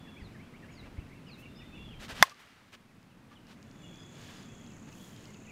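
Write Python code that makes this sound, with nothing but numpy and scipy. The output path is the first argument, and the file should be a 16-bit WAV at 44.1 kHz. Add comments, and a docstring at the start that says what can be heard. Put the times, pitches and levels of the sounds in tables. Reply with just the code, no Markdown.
"""An open dirt infield, the microphone a few steps from a batter who drives one pitched softball.
His shoes grind the dirt, the bat whooshes and cracks, and the ground, fences and a tree line answer.
Songbirds whistle and an insect buzzes over far traffic and leaves; a light breeze touches the microphone.
The crack overloads the recorder, whose gain dives and creeps back."""
import sys
import numpy as np
from scipy import signal
from scipy.fft import rfft, irfft
from scipy.io import wavfile

SR = 44100
rng = np.random.default_rng(int(sys.argv[2]) if len(sys.argv) > 2 else 0)


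def to_wav(s):
    """Save 16-bit WAV."""
    ch = np.atleast_2d(s).T  # columns
    pcm = np.round(np.clip(ch, -1, 1) * 32767)  # PCM
    wavfile.write(sys.argv[1], SR, pcm.astype(np.int16))


N = 242991
TIME = np.arange(N) / SR
HIT_S = 2.2261

# Far traffic and leaves. Each row: frequency in Hz, relative level in dB.
TRAFFIC_SPECTRUM = [(12, -34), (20, -1.5), (44, -13), (109, 2.5), (232, 2.5), (393, -8.5), (439, -10),
                    (788, -16), (2150, -20.5), (2680, -21.5), (3170, -25.5), (6020, -34), (13900, -43.5),
                    (15500, -45.5)]
# Gusts on the microphone. Each row: centre in seconds, half width in seconds, level in dB.
GUSTS = [(.24, .05, -53), (.92, .18, -55), (1.98, .35, -53.5)]
# The birds' repertoire. Each entry: length in seconds, first, middle and last pitch in Hz, buzz from 0 to 1.
SYLLABLES = {"fall": (.112, 5800, 4480, 3550, .3), "rise": (.03, 1990, 2220, 2500, .1),
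             "dip": (.03, 2010, 1790, 1590, 0.092), "flick": (.03, 3300, 2760, 2620, .1),
             "slur": (.048, 2920, 2810, 2100, .05), "arch": (0.14, 2480, 2735, 2680, .1),
             "coo": (.075, 1850, 2000, 2120, .08), "pip": (.04, 2700, 2700, 2700, .15),
             "hook": (.065, 4700, 5200, 5200, .25), "lisp": (.065, 6950, 6800, 6720, .55)}
# A bird repeats one syllable at an even pace.
# Each row: syllable, start, end and interval in seconds, first and last relative level in dB.
BOUTS = [("fall", .178, 1.4, .538, -68, -63), ("dip", .061, .7, .281, -63.5, -59.5),
         ("rise", .392, 1.2, .144, -62, -63), ("flick", .412, 1.05, .145, -70, -67),
         ("slur", 1.262, 2, .16, -61, -61.5), ("arch", 1.364, 1.9, .35, -63, -61),
         ("coo", 1.07, 1.7, .53, -70, -68), ("flick", 4.69, 5, .225, -66.5, -66.5),
         ("flick", 5.335, 5.5, .11, -65.5, -66)]
# Lone calls. 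Each row: syllable, start in seconds, middle pitch in Hz, relative level in dB.
CALLS = [("pip", .07, 2720, -64), ("rise", .163, 2450, -60), ("dip", .197, 2030, -63),
         ("pip", .618, 2700, -67), ("lisp", .7, 6700, -73), ("pip", .772, 2080, -62),
         ("pip", 1.152, 2690, -66), ("rise", 1.31, 2650, -66), ("hook", 1.55, 5200, -68),
         ("slur", 2.872, 2500, -67), ("slur", 3.09, 2950, -66.5), ("flick", 3.352, 3080, -59.5),
         ("lisp", 3.805, 7130, -70), ("pip", 3.828, 2890, -64), ("lisp", 3.98, 4970, -71.5),
         ("lisp", 4.35, 4920, -69), ("rise", 5.23, 2700, -68), ("pip", 5.27, 2120, -67),
         ("rise", 5.472, 2600, -61), ("dip", 5.485, 2470, -58)]
# Long buzzy whistles that sag at the end.
# Each row: start and length in seconds, pitch in Hz, share of pitch lost, relative level in dB.
TRILLS = [(-.08, .35, 3394, 0.011, -67), (1.4, 0.52, 3580, 0.031, -69), (1.7, 0.33, 3490, .15, -62),
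          (3.548, 0.94, 3410, 0.0053, -70), (3.78, 0.35, 3380, 0.0305, -64.5), (4.2, .62, 3405, .06, -69.5),
          (4.904, 0.32, 3380, .11, -68)]
# Shoes on the dirt, close by. Each row: start and length in seconds, level in dB, tilt in dB per octave.
SCUFFS = [(.845, .044, -56, -3.5), (1.371, .062, -62.5, 12.5), (1.988, 0.092, -48, 1.6),
          (2.076, 0.066, -42.5, .5), (2.124, 0.18, -44, 1), (2.219, .083, -33.5, 0.5),
          (2.283, 0.052, -38.5, 2), (2.372, 0.067, -52, 6), (2.718, 0.046, -40, 0.7),
          (3.299, .058, -55, -1.5), (3.468, 0.087, -54.5, 1), (4.08, 0.43, -55.5, 1.7),
          (4.866, .041, -56.5, -2), (4.885, .32, -61.5, 9), (5.132, .23, -62, 3.5)]
# Dirt under a sliding sole. Each row: frequency in Hz, relative level in dB.
DIRT_SPECTRUM = [(240, -44), (400, -3.5), (972, -4), (1540, -2.5), (1690, -2), (2190, -5.5), (2630, -4.5),
                 (3210, -6), (5560, -14), (11100, -27), (15500, -32.5)]
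# The sharpest stones that snap underfoot. Each row: start in seconds, level in dB.
STONES = [(2.267, -35), (2.296, -25.5), (2.344, -39), (3.628, -47.5), (4.664, -52), (5.163, -47),
          (5.344, -50)]
# Ringing of barrel and ball. Each row: frequency in Hz, relative level in dB, seconds to fall 60 dB.
BAT_MODES = [(362, -25, 0.015), (590, -15, 0.014), (742, -0.94, 0.0075), (1068, -10, 0.037),
             (1140, -7.5, 0.014), (1806, 2.5, 0.0082), (2110, -5, 0.0162), (2185, -12, 0.0138),
             (2500, -11.5, 0.0098), (3460, -7, 0.011), (4170, -30, 0.023), (4418, -14.5, 0.0098),
             (5070, -16.5, 0.0117), (5000, -14, 0.0159), (6340, -4.5, 0.0044), (6270, -13.5, 0.0113),
             (8020, -21, 0.0039), (8260, -23, 0.0083), (9100, -27.5, 0.0052), (10030, -13, 0.0044),
             (11700, -9.5, 0.0017)]
# The ground, fences and walls throw the crack back.
# Each row: delay in seconds, gain in dB, low-pass cutoff in Hz.
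ECHOES = [(.0019, -19, 9012), (.0066, -26.5, 5920), (.0335, -42.5, 3000), (.054, -38, 1495),
          (.0935, -52, 3000), (.1675, -49.5, 4000), (0.177, -59, 7000)]
# Near scatter and tree-line echo. Each row: frequency in Hz, relative level in dB.
FIELD_SPECTRUM = [(150, -19), (500, -11), (1100, -4), (2000, -3), (3500, -10), (6000, -17.5),
                  (10000, -26.5), (15000, -32.5)]
# Faint far pings. Each row: start in seconds, pitch in Hz, level in dB.
PINGS = [(2.316, 1180, -27.5), (3.313, 1190, -46)]
# The insect's wingbeat. Each row: time in seconds, strokes per second.
WING_RATE = [(3.5, 33.1), (4.5, 32.8), (5, 32), (5.2, 30.4), (5.5, 31.3)]
# The recorder's steady hiss. Each row: frequency in Hz, relative level in dB.
HISS_SPECTRUM = [(100, -4), (500, 0.5), (1200, 3), (3000, -6.5), (7000, -13), (15000, -20.5)]


def amp(db):
    """Decibels to gain."""
    return 10 ** (np.asarray(db) / 20)


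def unit(x):
    """Scales to rms 1."""
    return x / np.sqrt(np.mean(x ** 2) + 1e-20)


def add(mix, s, sound):
    """Mixes a sound in at s seconds."""
    at = round(s * SR)
    sound = sound[max(-at, 0):]
    part = mix[max(at, 0):][:len(sound)]
    part += sound[:len(part)]


def colour(x, points, tilt_db=0):
    """Filters by a (Hz, dB) spectrum, tilted per octave about 3 kHz."""
    octave = np.log2(np.fft.rfftfreq(len(x), 1 / SR) + 1)
    hz, db = np.transpose(points)
    slope = tilt_db * (octave - np.log2(3000))
    return irfft(rfft(x) * amp(np.interp(octave, np.log2(hz), db) + slope), len(x))


def band(x, hz, kind, order=2):
    """Causal low-, high- or band-pass."""
    return signal.sosfilt(signal.butter(order, hz, kind, fs=SR, output="sos"), x)


def noise(size, edges_hz, order=2):
    """A band of noise of rms 1."""
    return unit(band(rng.standard_normal(size), edges_hz, "band", order))


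def wander(size, hz):
    """Random drift of rms 1, mostly slower than hz."""
    return unit(band(rng.standard_normal(size + SR // 10), hz, "low")[-size:])


def traffic_and_leaves(level_db=-51, swell_db=.22):
    """Far traffic and leaves blend into a wash that barely swells."""
    level = amp(level_db + swell_db * wander(N, 2.6))
    return level * unit(colour(rng.standard_normal(N), TRAFFIC_SPECTRUM))


def breeze(calm_db=-73, flutter_db=1.1, rumble_hz=(20, 85)):
    """Light wind rumbles on the microphone, rising in gusts."""
    gusts = sum(amp(db) * np.exp(-((TIME - s) / width) ** 2) for s, width, db in GUSTS)
    return (amp(calm_db) + gusts) * amp(flutter_db * wander(N, 9)) * noise(N, rumble_hz)


def whistle(hz, buzz):
    """A bird's tone follows a pitch glide, fuller where it is low; buzz blurs it and softens its ends."""
    hz = hz * (1 + .005 * wander(len(hz), 120))
    blur = (wander(len(hz), 75) + 1j * wander(len(hz), 75)) / np.sqrt(2)
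    tone = ((1 - buzz + buzz * blur) * np.exp(2j * np.pi * np.cumsum(hz) / SR)).real
    return unit(tone * amp(-hz / 130)) * signal.windows.tukey(len(hz), .3 + .5 * buzz)


def sing(name, pitch_hz=None):
    """One syllable of the repertoire, at its own pitch or transposed."""
    length, first, middle, last, buzz = SYLLABLES[name]
    progress = np.linspace(0, 1, int(length * SR))
    glide = np.polyval(np.polyfit([0, .5, 1], [first, middle, last], 2), progress)
    return whistle(glide * (pitch_hz or middle) / middle, buzz)


def birds(near_gain_db=2, chorus_db=-70, chorus_count=55, woods_db=-7, woods_t60=.5):
    """Near songbirds sing bouts, calls and trills over a faint far chorus; the woods add a short tail."""
    song = np.zeros(N)
    for name, start, end, interval, first_db, last_db in BOUTS:
        times = np.arange(start, end, interval)
        for s, db in zip(times, np.linspace(first_db, last_db, len(times))):
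            add(song, s, amp(db + near_gain_db) * sing(name))
    for name, s, hz, db in CALLS:
        add(song, s, amp(db + near_gain_db) * sing(name, hz))
    for s, length, hz, sag, db in TRILLS:
        progress = np.linspace(0, 1, int(length * SR))
        add(song, s, amp(db + near_gain_db) * whistle(hz * (1 - sag * progress ** 2), buzz=.8))
    far = ["rise", "flick", "slur", "pip", "coo"]
    for k, (when, height) in enumerate(rng.random((chorus_count, 2))):
        call = sing(far[k % len(far)], pitch_hz=1950 + 1300 * height)
        add(song, (k + when) / chorus_count * N / SR, amp(chorus_db) * call)
    t = np.arange(SR // 2) / SR
    tail = rng.standard_normal(len(t)) * amp(-60 * t / woods_t60)
    return song + amp(woods_db) * signal.fftconvolve(song, tail / np.linalg.norm(tail))[:N]


def shoes(grains_per_s=5000, spread_db=.5, stone_t60=.012, stroll_s=3, grit_per_s=4, grit_db=-52.5):
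    """A few steps off, soles slide over sand and snap stones; grit ticks once the batter strolls about."""
    out = np.zeros(N)
    for s, length, db, tilt_db in SCUFFS:
        size = int(length * SR)
        grains = rng.standard_normal(size) * amp(spread_db * np.minimum(rng.exponential(1, size), 4))
        grains *= rng.random(size) < grains_per_s / SR
        sand = unit(grains) + rng.standard_normal(size)  # coarse grains ride on the hiss of fine dust
        add(out, s, amp(db) * unit(colour(sand, DIRT_SPECTRUM, tilt_db)) * signal.windows.cosine(size))
    t = np.arange(SR // 40) / SR
    grit = [(stroll_s + (k + when) / grit_per_s, grit_db + 4 * (force - .5))
            for k, (when, force) in enumerate(rng.random((20, 2)))]
    for s, db in STONES + grit:
        add(out, s, amp(db - 60 * t / stone_t60) * noise(len(t), [3400, 6200]))
    return out


def thump(centre_s=.989, level_db=-30, width_s=.0034):
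    """One soft, low pulse at the microphone."""
    offset = (TIME - centre_s) / width_s
    return amp(level_db) * (1 - offset ** 2) * np.exp(-offset ** 2 / 2)


def whoosh(level_db=-42, length_s=.035, first_hz=130, last_hz=240):
    """Eddies shed by the bat rise in pitch as it speeds toward the ball."""
    t = np.arange(0, length_s, 1 / SR)
    hz = np.linspace(first_hz, last_hz, len(t)) * (1 + .08 * wander(len(t), 150))
    eddies = np.sin(2 * np.pi * np.cumsum(hz) / SR) * np.hanning(len(t))
    out = np.zeros(N)
    add(out, HIT_S - .85 * length_s, amp(level_db) * unit(eddies))
    return out


def crack(gain_db=16.5, contact_s=.00015, rattle_db=-30, rattle_t60=.06):
    """The ball squashes on the barrel: modes of alternating sign build up, and the shell rattles."""
    t = np.arange(SR // 5) / SR
    modes = sum(-(-1) ** k * amp(db - 60 * t / t60) * np.sin(2 * np.pi * hz * t)
                for k, (hz, db, t60) in enumerate(BAT_MODES))
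    rattle = noise(len(t), [700, 6000], order=1) * amp(rattle_db - 60 * t / rattle_t60)
    out = np.zeros(N)
    add(out, HIT_S, amp(gain_db) * (modes + rattle) * (1 - np.exp(-t / contact_s)))
    return out


def field_echoes(hit, near_db=-33, near_t60=.2, trees_db=-43, trees_t60=1.4):
    """Near surfaces return single echoes and a short scatter; a soft wash follows from the far trees."""
    out = np.zeros(N)
    for delay, db, top_hz in ECHOES:
        add(out, delay, amp(db) * band(hit, top_hz, "low"))
    t = np.arange(2 * SR) / SR
    near = amp(near_db - 60 * t / near_t60)
    trees = np.interp(t, [.07, .19], [0, 1]) * amp(trees_db - 60 * (t - .18) / trees_t60)
    add(out, HIT_S, (near + trees) * unit(colour(rng.standard_normal(len(t)), FIELD_SPECTRUM)))
    return out


def pings(t60=.075, rise_s=.0025):
    """Two faint far pings, likely the bat's ring echoing back."""
    out, t = np.zeros(N), np.arange(SR // 5) / SR
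    for s, hz, db in PINGS:
        add(out, s, amp(db - 60 * t / t60) * (1 - np.exp(-t / rise_s)) * np.sin(2 * np.pi * hz * t))
    return out


def insect(start_s=3.46, rise_s=.67, level_db=-66, band_hz=(6150, 7400), chirp_db=-1):
    """A dry buzz in the grass swells, then holds: each wing stroke is a tiny rising chirp over a rasp."""
    strokes_per_s = np.interp(TIME, *np.transpose(WING_RATE))
    phase = np.cumsum(strokes_per_s) / SR % 1 - .5
    stroke = np.exp(-(phase / .08) ** 2)
    hz = np.interp(phase, [-.09, .09], band_hz) * (1 + .015 * wander(N, 300))
    chirps = stroke * np.sin(2 * np.pi * np.cumsum(hz) / SR)
    buzz = unit(noise(N, band_hz) + amp(chirp_db) * unit(chirps))
    return buzz * amp(level_db) * np.clip((TIME - start_s) / rise_s, 0, 1)


def scene():
    """At one microphone: the batter's swing and feet, the hit's echoes and far pings, and the open air."""
    hit = crack()
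    batting = hit + field_echoes(hit) + whoosh() + shoes() + pings()
    surroundings = birds() + insect() + traffic_and_leaves() + breeze() + thump()
    return (batting + surroundings)[None]


def record(dry, threshold_db=-8, max_cut_db=16, recover_db_per_s=9.5, attack_s=.00012, hiss_db=-68):
    """The recorder's gain dives at a loud peak and creeps back; overshoots clip, and hiss lies beneath."""
    over_db = np.clip(20 * np.log10(abs(dry[0]) + 1e-9) - threshold_db, 0, max_cut_db)
    recovery_db = TIME * recover_db_per_s
    held_db = np.maximum.accumulate(over_db + recovery_db) - recovery_db
    pole = np.exp(-1 / (attack_s * SR))
    cut_db = signal.lfilter([1 - pole], [1, -pole], held_db)
    clipped = np.clip(dry / amp(cut_db), -1, 1)
    hiss = amp(hiss_db) * unit(colour(rng.standard_normal(N), HISS_SPECTRUM))
    low_pass = signal.firwin(301, cutoff=15700, window=("kaiser", 8), fs=SR)
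    return signal.oaconvolve(clipped + hiss, low_pass[None], "same")


dry = scene()
out = record(dry)
to_wav(out)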